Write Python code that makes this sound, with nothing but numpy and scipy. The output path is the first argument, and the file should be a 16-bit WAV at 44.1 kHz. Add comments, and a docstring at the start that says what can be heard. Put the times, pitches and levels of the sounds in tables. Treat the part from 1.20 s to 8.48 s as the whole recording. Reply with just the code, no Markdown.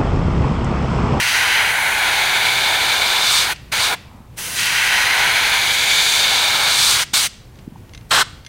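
"""Airbrush in a small booth

Two long passes and two short puffs hit a sheet of paper, then one puff hits a fishing lure.
The nozzle hisses while the trigger is down. The jet roars where it lands, brighter as the nozzle
comes closer, and the booth colours that roar as the hand moves. Between the bursts come soft
handling bumps and metal ticks, all over the low rumble of a workshop."""
import sys
import numpy as np
from scipy import signal
from scipy.fft import rfft, irfft
from scipy.io import wavfile
from scipy.ndimage import uniform_filter1d

SR = 44100
rng = np.random.default_rng(int(sys.argv[2]) if len(sys.argv) > 2 else 0)


def master(y):
    """Save y as 16-bit WAV."""
    cut = np.clip(np.atleast_2d(y).T, -1, 1)
    pcm = np.round(cut * 32767)  # scale
    wavfile.write(sys.argv[1], SR, pcm.astype(np.int16))


N = 321048
TIME = np.arange(N) / SR
FRAME = 1024  # samples in one slice of the moving filter
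LEAD_S = 2 * FRAME / SR  # the hand takes up each stroke this long before the air comes on

# "Closeness" runs from 0 (far away) to 1 (touching the paper).
# "Place" runs from 0 (middle of the bench) to 1 (side wall). "Body" is the low part of the roar.

# Trigger presses: on_s, off_s, opening_s, closing_s
BURSTS = [(-.1, 2.333, .005, .012), (2.52, 2.747, .005, .012), (3.177, 5.836, .016, .014),
          (5.936, 6.073, .005, .014), (6.91, 7.026, .006, .013)]
# Tone of the jet on paper, before the stroke's level is added: pitch_hz, far_db, close_db
PAPER_ROAR = [(248, -21, -29.5), (380, -9.1, -21.5), (501, -11.5, -19.5), (785, 2.5, -15.5), (1200, -3, -7),
              (1600, 3, -9), (2260, 3, -5.5), (3530, -6, -1.0), (5000, -15, -1.5), (8450, -32.5, -3.5),
              (12000, -43.5, -10), (15500, -46.5, -13.5)]
# Air leaving the nozzle: pitch_hz, level_db_per_hz
NOZZLE_HISS = [(250, -71.5), (600, -73.5), (1400, -75), (3500, -69), (6400, -69), (10500, -70),
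               (15500, -75)]
# The jet breaking over the lure: pitch_hz, level_db_per_hz
LURE_ROAR = [(250, -63), (700, -53.5), (1050, -45.5), (1550, -46.5), (2000, -49.5), (2550, -55),
             (3200, -48.5), (3650, -51.4), (4150, -48.5), (4900, -54.5), (7200, -60), (8200, -57),
             (11000, -68), (15500, -74.2)]
# Narrow peaks and dips in that sound: pitch_hz, width_hz, gain_db
LURE_PEAKS = [(1540, 170, 4), (2250, 150, -2), (4230, 200, 3.5), (4520, 220, -7), (13400, 900, 4)]
# One hand stroke per burst on paper: start_s, at_wall_s, start_place, level_db, body_db, hollowness
STROKES = [(0.0, 2.02, 0.0, -50.7, 0, 0.69), (2.52, 2.9, 0.52, -52.5, 5, -.35),
           (3.63, 5.33, 0.06, -49.7, -.5, 1.2), (5.85, 5.93, .9, -50.5, -3, 0)]
# How the nozzle rises and sinks, one list of points per stroke: time_s, closeness
CLOSENESS_PATHS = [
    [(0, 0.57), (.35, 0.31), (.52, 0.05), (.72, 0.05), (.88, 0.24), (1.5, 0.29), (1.9, 0.41)],
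    [(2.52, 0.53)],
    [(3.38, 0.77), (3.55, 0.52), (4.05, 0.31), (4.35, 0.4), (4.88, 0.65), (5.25, 0.48)],
    [(5.94, 0.85)],
]
# The flick down and away that ends each stroke:
# lowest_s, half_length_s, lowest_closeness, lowest_gain_db, end_closeness, end_place, end_gain_db
FLICKS = [(2.16, .12, 0.69, 2.1, .27, .55, -4.5), (2.645, .035, 0.67, 3.5, 0.096, 0.82, -2.6),
          (5.68, 0.16, .79, 1.4, .7, 0.51, -1.5), (5.95, .035, 0.78, 2.5, .87, .15, -3)]
# The body grows towards the side wall: place, gain_db
BODY_BY_PLACE = [(0, -11.5), (.22, -2.5), (.75, -1.5), (1, 3)]
# The booth's peaks and dips, before closeness scales them:
# middle_pitch_hz, wall_pitch_hz, width_hz, middle_gain_db, wall_gain_db
BOOTH_PEAKS = [(900, 900, 264, 3.6, 2.6), (1198, 1183, 207, -2.3, -3.1), (1531, 1458, 276, 6.1, 1.8),
               (1936, 1929, 243, 6.0, -7.3), (2252, 2214, 232, 3.7, 2.7), (2728, 2655, 217, 3.1, -8.0),
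               (3155, 3194, 215, 2.9, -3.2), (3588, 3619, 465, -4.3, 4.7), (4158, 4095, 368, 2.5, 3.0),
               (4396, 4548, 239, -4.3, 3.3), (5463, 5345, 407, -5.5, -3.1), (5872, 6575, 719, 3.8, 0.7),
               (7360, 7559, 877, -3.3, -0.6), (9087, 8751, 972, 1.3, 3.3), (10849, 9812, 858, 3.5, 0.5),
               (11951, 10991, 727, -0.9, -2.9), (13106, 12021, 696, -1.6, 0.8)]
# The hollow tone partway through a pass, at hollowness 1: pitch_hz, width_hz, gain_db
HOLLOW_PEAKS = [(1170, 480, -4.8), (2300, 380, 3), (2680, 200, -2.5), (3530, 260, 2.5), (5300, 600, -3),
                (6700, 1200, 2), (8500, 700, -2.5), (10300, 800, 1.5)]
# Soft bumps of hands and trigger: time_s, pitch_hz, half_length_s, level_db
BUMPS = [(2.52, 171, 0.0034, -35), (2.951, 230, 0.0056, -34.5), (3.007, 220, 0.006, -36),
         (5.936, 200, 0.0016, -24), (6.4795, 217, 0.0023, -18.5), (6.5255, 200, 0.0045, -30),
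         (6.5605, 900, .0018, -32.5)]
# Ticks of the handled airbrush (a fade is the time to drop 60 dB): time_s, gain_db, fade_s, ring_share
TICKS = [(2.361, -26, .02, .3), (6.356, -39, .025, .1), (6.374, -43, .025, .1), (6.388, -36, 0.045, 0),
         (6.6935, -34, .018, .2), (6.7355, -29, 0.011, 0.9), (6.748, -26.5, .035, .6),
         (6.776, -28.5, 0.019, .7), (6.811, -37, .015, .5), (7.249, -29, .012, 0.6), (7.264, -24, .025, 1)]
# The notes its metal shell rings at: pitch_hz, gain_db, fade_s
METAL_NOTES = [(2110, 2, 0.095), (2750, 4, .03), (3400, 4, 0.027), (4134, -7, .05), (6140, 2, 0.067),
               (9362, -3, 0.044)]
# The room's echo: pitch_hz, gain_db, fade_s
ROOM_ECHO = [(150, -22, .5), (900, -22, 0.49), (2000, -18.5, 0.59), (4500, -18.5, 0.59),
             (8000, -19.5, 0.46), (15000, -29, .22)]
# Workshop background: pitch_hz, level_db_per_hz
WORKSHOP_RUMBLE = [(20, -76), (40, -63.5), (60, -63.5), (85, -63.5), (115, -60.5), (170, -68.5),
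                   (250, -74.5), (400, -78.5), (650, -83.5), (900, -85), (1300, -89.5), (2500, -92),
                   (5000, -99.5), (14000, -103)]


def spray(flutter_db=0.42, flutter_hz=60, aim_at_lure_s=6.5):
    """Rushing air, switched by the valve. Gives two sounds: on the paper and on the lure."""
    roar = moving_filter(rng.standard_normal(N), paper_colour) * np.sqrt(SR / 2)
    paper = roar + steady_noise(NOZZLE_HISS)
    lure = steady_noise(LURE_ROAR)
    flow = valve() * amp(flutter_db * wobble(flutter_hz / SR, N))
    return flow * paper * (TIME < aim_at_lure_s), flow * lure * (TIME >= aim_at_lure_s)


def valve():
    """Air flow from 0 to 1: the valve snaps open and shut under the finger."""
    flow = np.zeros(N)
    for on_s, off_s, opening_s, closing_s in BURSTS:
        opened = (1 + np.tanh(2 * (TIME - on_s) / opening_s)) / 2
        not_yet_shut = (1 - np.tanh(2 * (TIME - off_s) / closing_s)) / 2
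        flow += opened * not_yet_shut
    return flow


def paper_colour(hz, time_s, body_hz=700, swirl_db=.5, swirl_hz=25, sizzle_db=3):
    """Tone of the landing jet in dB: a closer nozzle makes smaller, brighter swirls of air."""
    level_db, close, _, body_db, _ = hand(time_s)
    db = level_db + blend(look_up(hz, PAPER_ROAR), look_up(hz, PAPER_ROAR, column=2), close)
    db = db + body_db / (1 + (hz / body_hz) ** 2)
    # right at the paper the treble gathers into a sizzle
    db = db + sizzle_db * close ** 2 * peak(hz, centre_hz=8400, width_hz=900)
    # swirling air lets each octave flicker on its own
    step_s = time_s[1]
    for centre_hz in body_hz * 2 ** np.arange(5):
        octave = np.exp(-2 * np.log2((hz + 1) / centre_hz) ** 2)
        db = db + swirl_db * octave * wobble(swirl_hz * step_s, len(time_s))
    return db


def lure_colour(hz, time_s):
    """Air breaking over the lure rings a little, at pitches that stay put."""
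    return peaks_db(hz, LURE_PEAKS)


def hand(time_s):
    """Joins the strokes into one movement: level, closeness, place, body and hollowness over time."""
    pose = 0
    for (on_s, off_s, _, _), sweep, path, flick in zip(BURSTS, STROKES, CLOSENESS_PATHS, FLICKS):
        pose = np.where(time_s >= on_s - LEAD_S, stroke(time_s, off_s, sweep, path, flick), pose)
    level_db, close, place, body_db, hollow = pose
    landing_db, landing_body_db = landing(time_s)
    return level_db + landing_db, close, place, body_db + landing_body_db, hollow


def stroke(time_s, release_s, sweep, path, flick,
           far_db=-4.5, far_closeness=0.25, flick_body_db=-5, away_body_db=2.5,
           hollow_at=0.61, hollow_span=0.3, wall_hollow=-.1, flick_hollow=-0.39):
    """The hand sweeps towards the side wall and slows, flicks down at the paper, then pulls away."""
    start_s, wall_s, start_place, level_db, body_db, hollowness = sweep
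    flick_s, half_s, flick_close, flick_db, end_close, end_place, end_db = flick
    # the three parts of the stroke, each from 0 to 1
    progress = np.clip((time_s - start_s) / (wall_s - start_s), 0, 1)
    dip = np.exp(-((time_s - flick_s) / half_s) ** 2)
    away = np.sin(np.pi / 2 * np.clip((time_s - flick_s) / (release_s - flick_s), 0, 1)) ** 2
    # where the nozzle is
    sweep_place = blend(start_place, 0.99, np.sin(np.pi / 2 * progress))
    place = blend(sweep_place, end_place, away)
    sweep_close = np.interp(time_s, *np.transpose(path))
    close = blend(blend(sweep_close, flick_close, dip), end_close, away ** 2)
    # from far off the jet lands more weakly
    far = np.clip(1 - sweep_close / far_closeness, 0, 1)
    level_db = level_db + far_db * far + blend(flick_db * dip, end_db, away)
    # the flick thins the body; pulling away fills it out
    body_db = body_db + np.interp(place, *np.transpose(BODY_BY_PLACE))
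    body_db = body_db + blend(flick_body_db * dip, away_body_db, away)
    # a long pass turns hollow partway across, then full again near the wall
    midway = np.exp(-((progress - hollow_at) / hollow_span) ** 2)
    hollow = blend(wall_hollow * progress, hollowness, midway) + flick_hollow * dip
    return np.array([level_db, close, place, body_db, hollow])


def landing(time_s, lands_at_s=3.358, landing_s=0.034, miss_db=-14, miss_body_db=10,
            settle_db=-3.5, settle_s=0.36):
    """Change of level and body in dB as the second long pass misses the paper, finds it and builds."""
    second_pass = time_s >= BURSTS[2][0] - LEAD_S
    miss = second_pass * (1 - np.tanh((time_s - lands_at_s) / landing_s)) / 2
    settling = second_pass * np.exp(-np.maximum(time_s - lands_at_s, 0) / settle_s)
    return miss_db * miss + settle_db * settling, miss_body_db * miss


def booth_colour(hz, time_s, ripple_db=.75):
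    """Peaks and dips from the bench and walls, in dB, slide as the hand crosses the booth."""
    _, close, place, _, hollow = hand(time_s)
    db = 0
    for middle_hz, wall_hz, width_hz, middle_db, wall_db in BOOTH_PEAKS:
        db = db + blend(middle_db, wall_db, place) * peak(hz, blend(middle_hz, wall_hz, place), width_hz)
    # the booth colours a distant nozzle more than one close to the paper
    db = db * (1.45 - .7 * close)
    db = db + hollow * peaks_db(hz, HOLLOW_PEAKS)
    # weak echoes off bottles and boxes change their delay with the place: a faint swish in the treble
    echoes = rng.uniform([.0006, -.0004], [.005, .0004], (8, 2))
    ripple = sum(np.cos(2 * np.pi * hz * (delay_s + shift_s * place)) for delay_s, shift_s in echoes)
    treble = hz / (hz + 2000)
    return db + ripple_db * ripple * treble


def leak(start_s=6.888, end_s=6.912, gain_db=-17):
    """A little air slips past the valve just before the last puff."""
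    swell = np.clip(2 * (TIME - start_s) / (end_s - start_s), 0, 1) * (TIME < end_s)
    return amp(gain_db) * steady_noise(NOZZLE_HISS) * swell


def bumps():
    """Soft knocks of hands and trigger swell and die within a few vibrations."""
    sound = np.zeros(N)
    for at_s, pitch_hz, half_s, level_db in BUMPS:
        swell = np.exp(-((TIME - at_s) / half_s) ** 2)
        sound -= amp(level_db) * swell * np.cos(2 * np.pi * pitch_hz * (TIME - at_s))
    return sound


def ticks(ring_db=-17, low_hz=1300, high_hz=5500):
    """Each tick is a short crack; most set the airbrush's metal shell ringing."""
    sound = np.zeros(N + SR)
    age_s = np.arange(SR // 4) / SR
    band = signal.butter(3, [low_hz, high_hz], "band", fs=SR, output="sos")
    for at_s, gain_db, crack_fade_s, ring_share in TICKS:
        crack = signal.sosfilt(band, rng.standard_normal(len(age_s)) * amp(-60 * age_s / crack_fade_s))
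        ring = 0
        for pitch_hz, note_db, fade_s in METAL_NOTES:
            note = np.sin(2 * np.pi * (pitch_hz * age_s + rng.random()))
            ring = ring + amp(note_db - 60 * age_s / fade_s) * note
        start = int(at_s * SR)
        sound[start:start + len(age_s)] += amp(gain_db) * (crack + ring_share * amp(ring_db) * ring)
    return sound[:N]


def rustle(at_s=2.95, half_s=0.14, pitch_hz=950, width_hz=550, level_db=-50):
    """A faint rustle as the arm swings back across the bench."""
    hz = np.arange(N // 2 + 1) * SR / N
    noise = irfft(rfft(rng.standard_normal(N)) * peak(hz, pitch_hz, width_hz), N)
    swell = np.exp(-((TIME - at_s) / half_s) ** 2)
    return amp(level_db) * noise / noise.std() * swell


def room_echo(sound):
    """The room adds a faint, blurred echo whose highest treble dies first."""
    def tail_colour(hz, time_s):
        """Each pitch fades at its own rate and holds its own share of the energy."""
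        fade_s = look_up(hz, ROOM_ECHO, column=2)
        spread_db = 10 * np.log10(2 * np.log(1000) / (fade_s * SR))  # a longer tail starts quieter
        return look_up(hz, ROOM_ECHO) + spread_db - 60 * time_s / fade_s
    tail = moving_filter(rng.standard_normal(SR), tail_colour)
    return signal.fftconvolve(sound, tail)[:N]


def workshop(hum_hz=60.0, hum_db=-53, sway_db=1, sway_hz=10):
    """Low ventilation rumble with a trace of mains hum."""
    rumble = steady_noise(WORKSHOP_RUMBLE) * amp(sway_db * wobble(sway_hz / SR, N))
    return rumble + amp(hum_db) * np.sin(2 * np.pi * hum_hz * TIME)


def steady_noise(spectrum):
    """Noise whose tone follows a table of pitch_hz, level_db_per_hz."""
    hz = np.arange(N // 2 + 1) * SR / N
    return irfft(rfft(rng.standard_normal(N)) * amp(look_up(hz, spectrum)), N) * np.sqrt(SR / 2)


def moving_filter(sound, colour):
    """Cuts a sound into slices and turns each pitch up or down by colour(hz, time_s) in dB."""
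    slicing = dict(fs=SR, nperseg=FRAME, noverlap=FRAME - FRAME // 4)
    hz, time_s, slices = signal.stft(sound, **slicing)
    _, filtered = signal.istft(slices * amp(colour(hz[:, None], time_s)), **slicing)
    return filtered[:len(sound)]


def peak(hz, centre_hz, width_hz):
    """A hump around one pitch, 1 at its centre."""
    return 1 / (1 + (2 * (hz - centre_hz) / width_hz) ** 2)


def peaks_db(hz, peaks):
    """Adds up a table of peaks and dips, in dB."""
    return sum(db * peak(hz, centre_hz, width_hz) for centre_hz, width_hz, db in peaks)


def look_up(hz, table, column=1):
    """Reads a table at any pitch, joining its rows with straight lines on an octave scale."""
    table = np.array(table, float)
    return np.interp(np.log(np.maximum(hz, 1)), np.log(table[:, 0]), table[:, column])


def wobble(rate, size):
    """A smooth random drift of about 1 either way that turns roughly every 1 / rate points."""
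    width = max(int(1 / rate), 1)
    drift = uniform_filter1d(uniform_filter1d(rng.standard_normal(size), width), width)
    return drift / drift.std()


def blend(a, b, share):
    """Slides from a at share 0 to b at share 1."""
    return a + (b - a) * share


def amp(db):
    """Turns decibels into a number to multiply by."""
    return 10 ** (np.asarray(db) / 20)


def scene():
    """One microphone hears the spray in the booth, the handling noises and the room behind."""
    on_paper, on_lure = spray()
    small_sounds = leak() + bumps() + ticks() + rustle()
    direct = moving_filter(on_paper, booth_colour) + moving_filter(on_lure, lure_colour) + small_sounds
    mono = direct + room_echo(on_paper + on_lure + small_sounds) + workshop()
    return np.array([mono, mono])


def record(dry, hiss_db=-71, top_hz=15800):
    """Each channel adds its own faint amplifier hiss; the highest treble is cut steeply."""
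    hiss = amp(hiss_db) * rng.standard_normal(dry.shape)
    treble_cut = signal.ellip(12, .1, 80, top_hz, fs=SR, output="sos")
    return signal.sosfilt(treble_cut, dry + hiss)


dry = scene()
out = record(dry)
master(out)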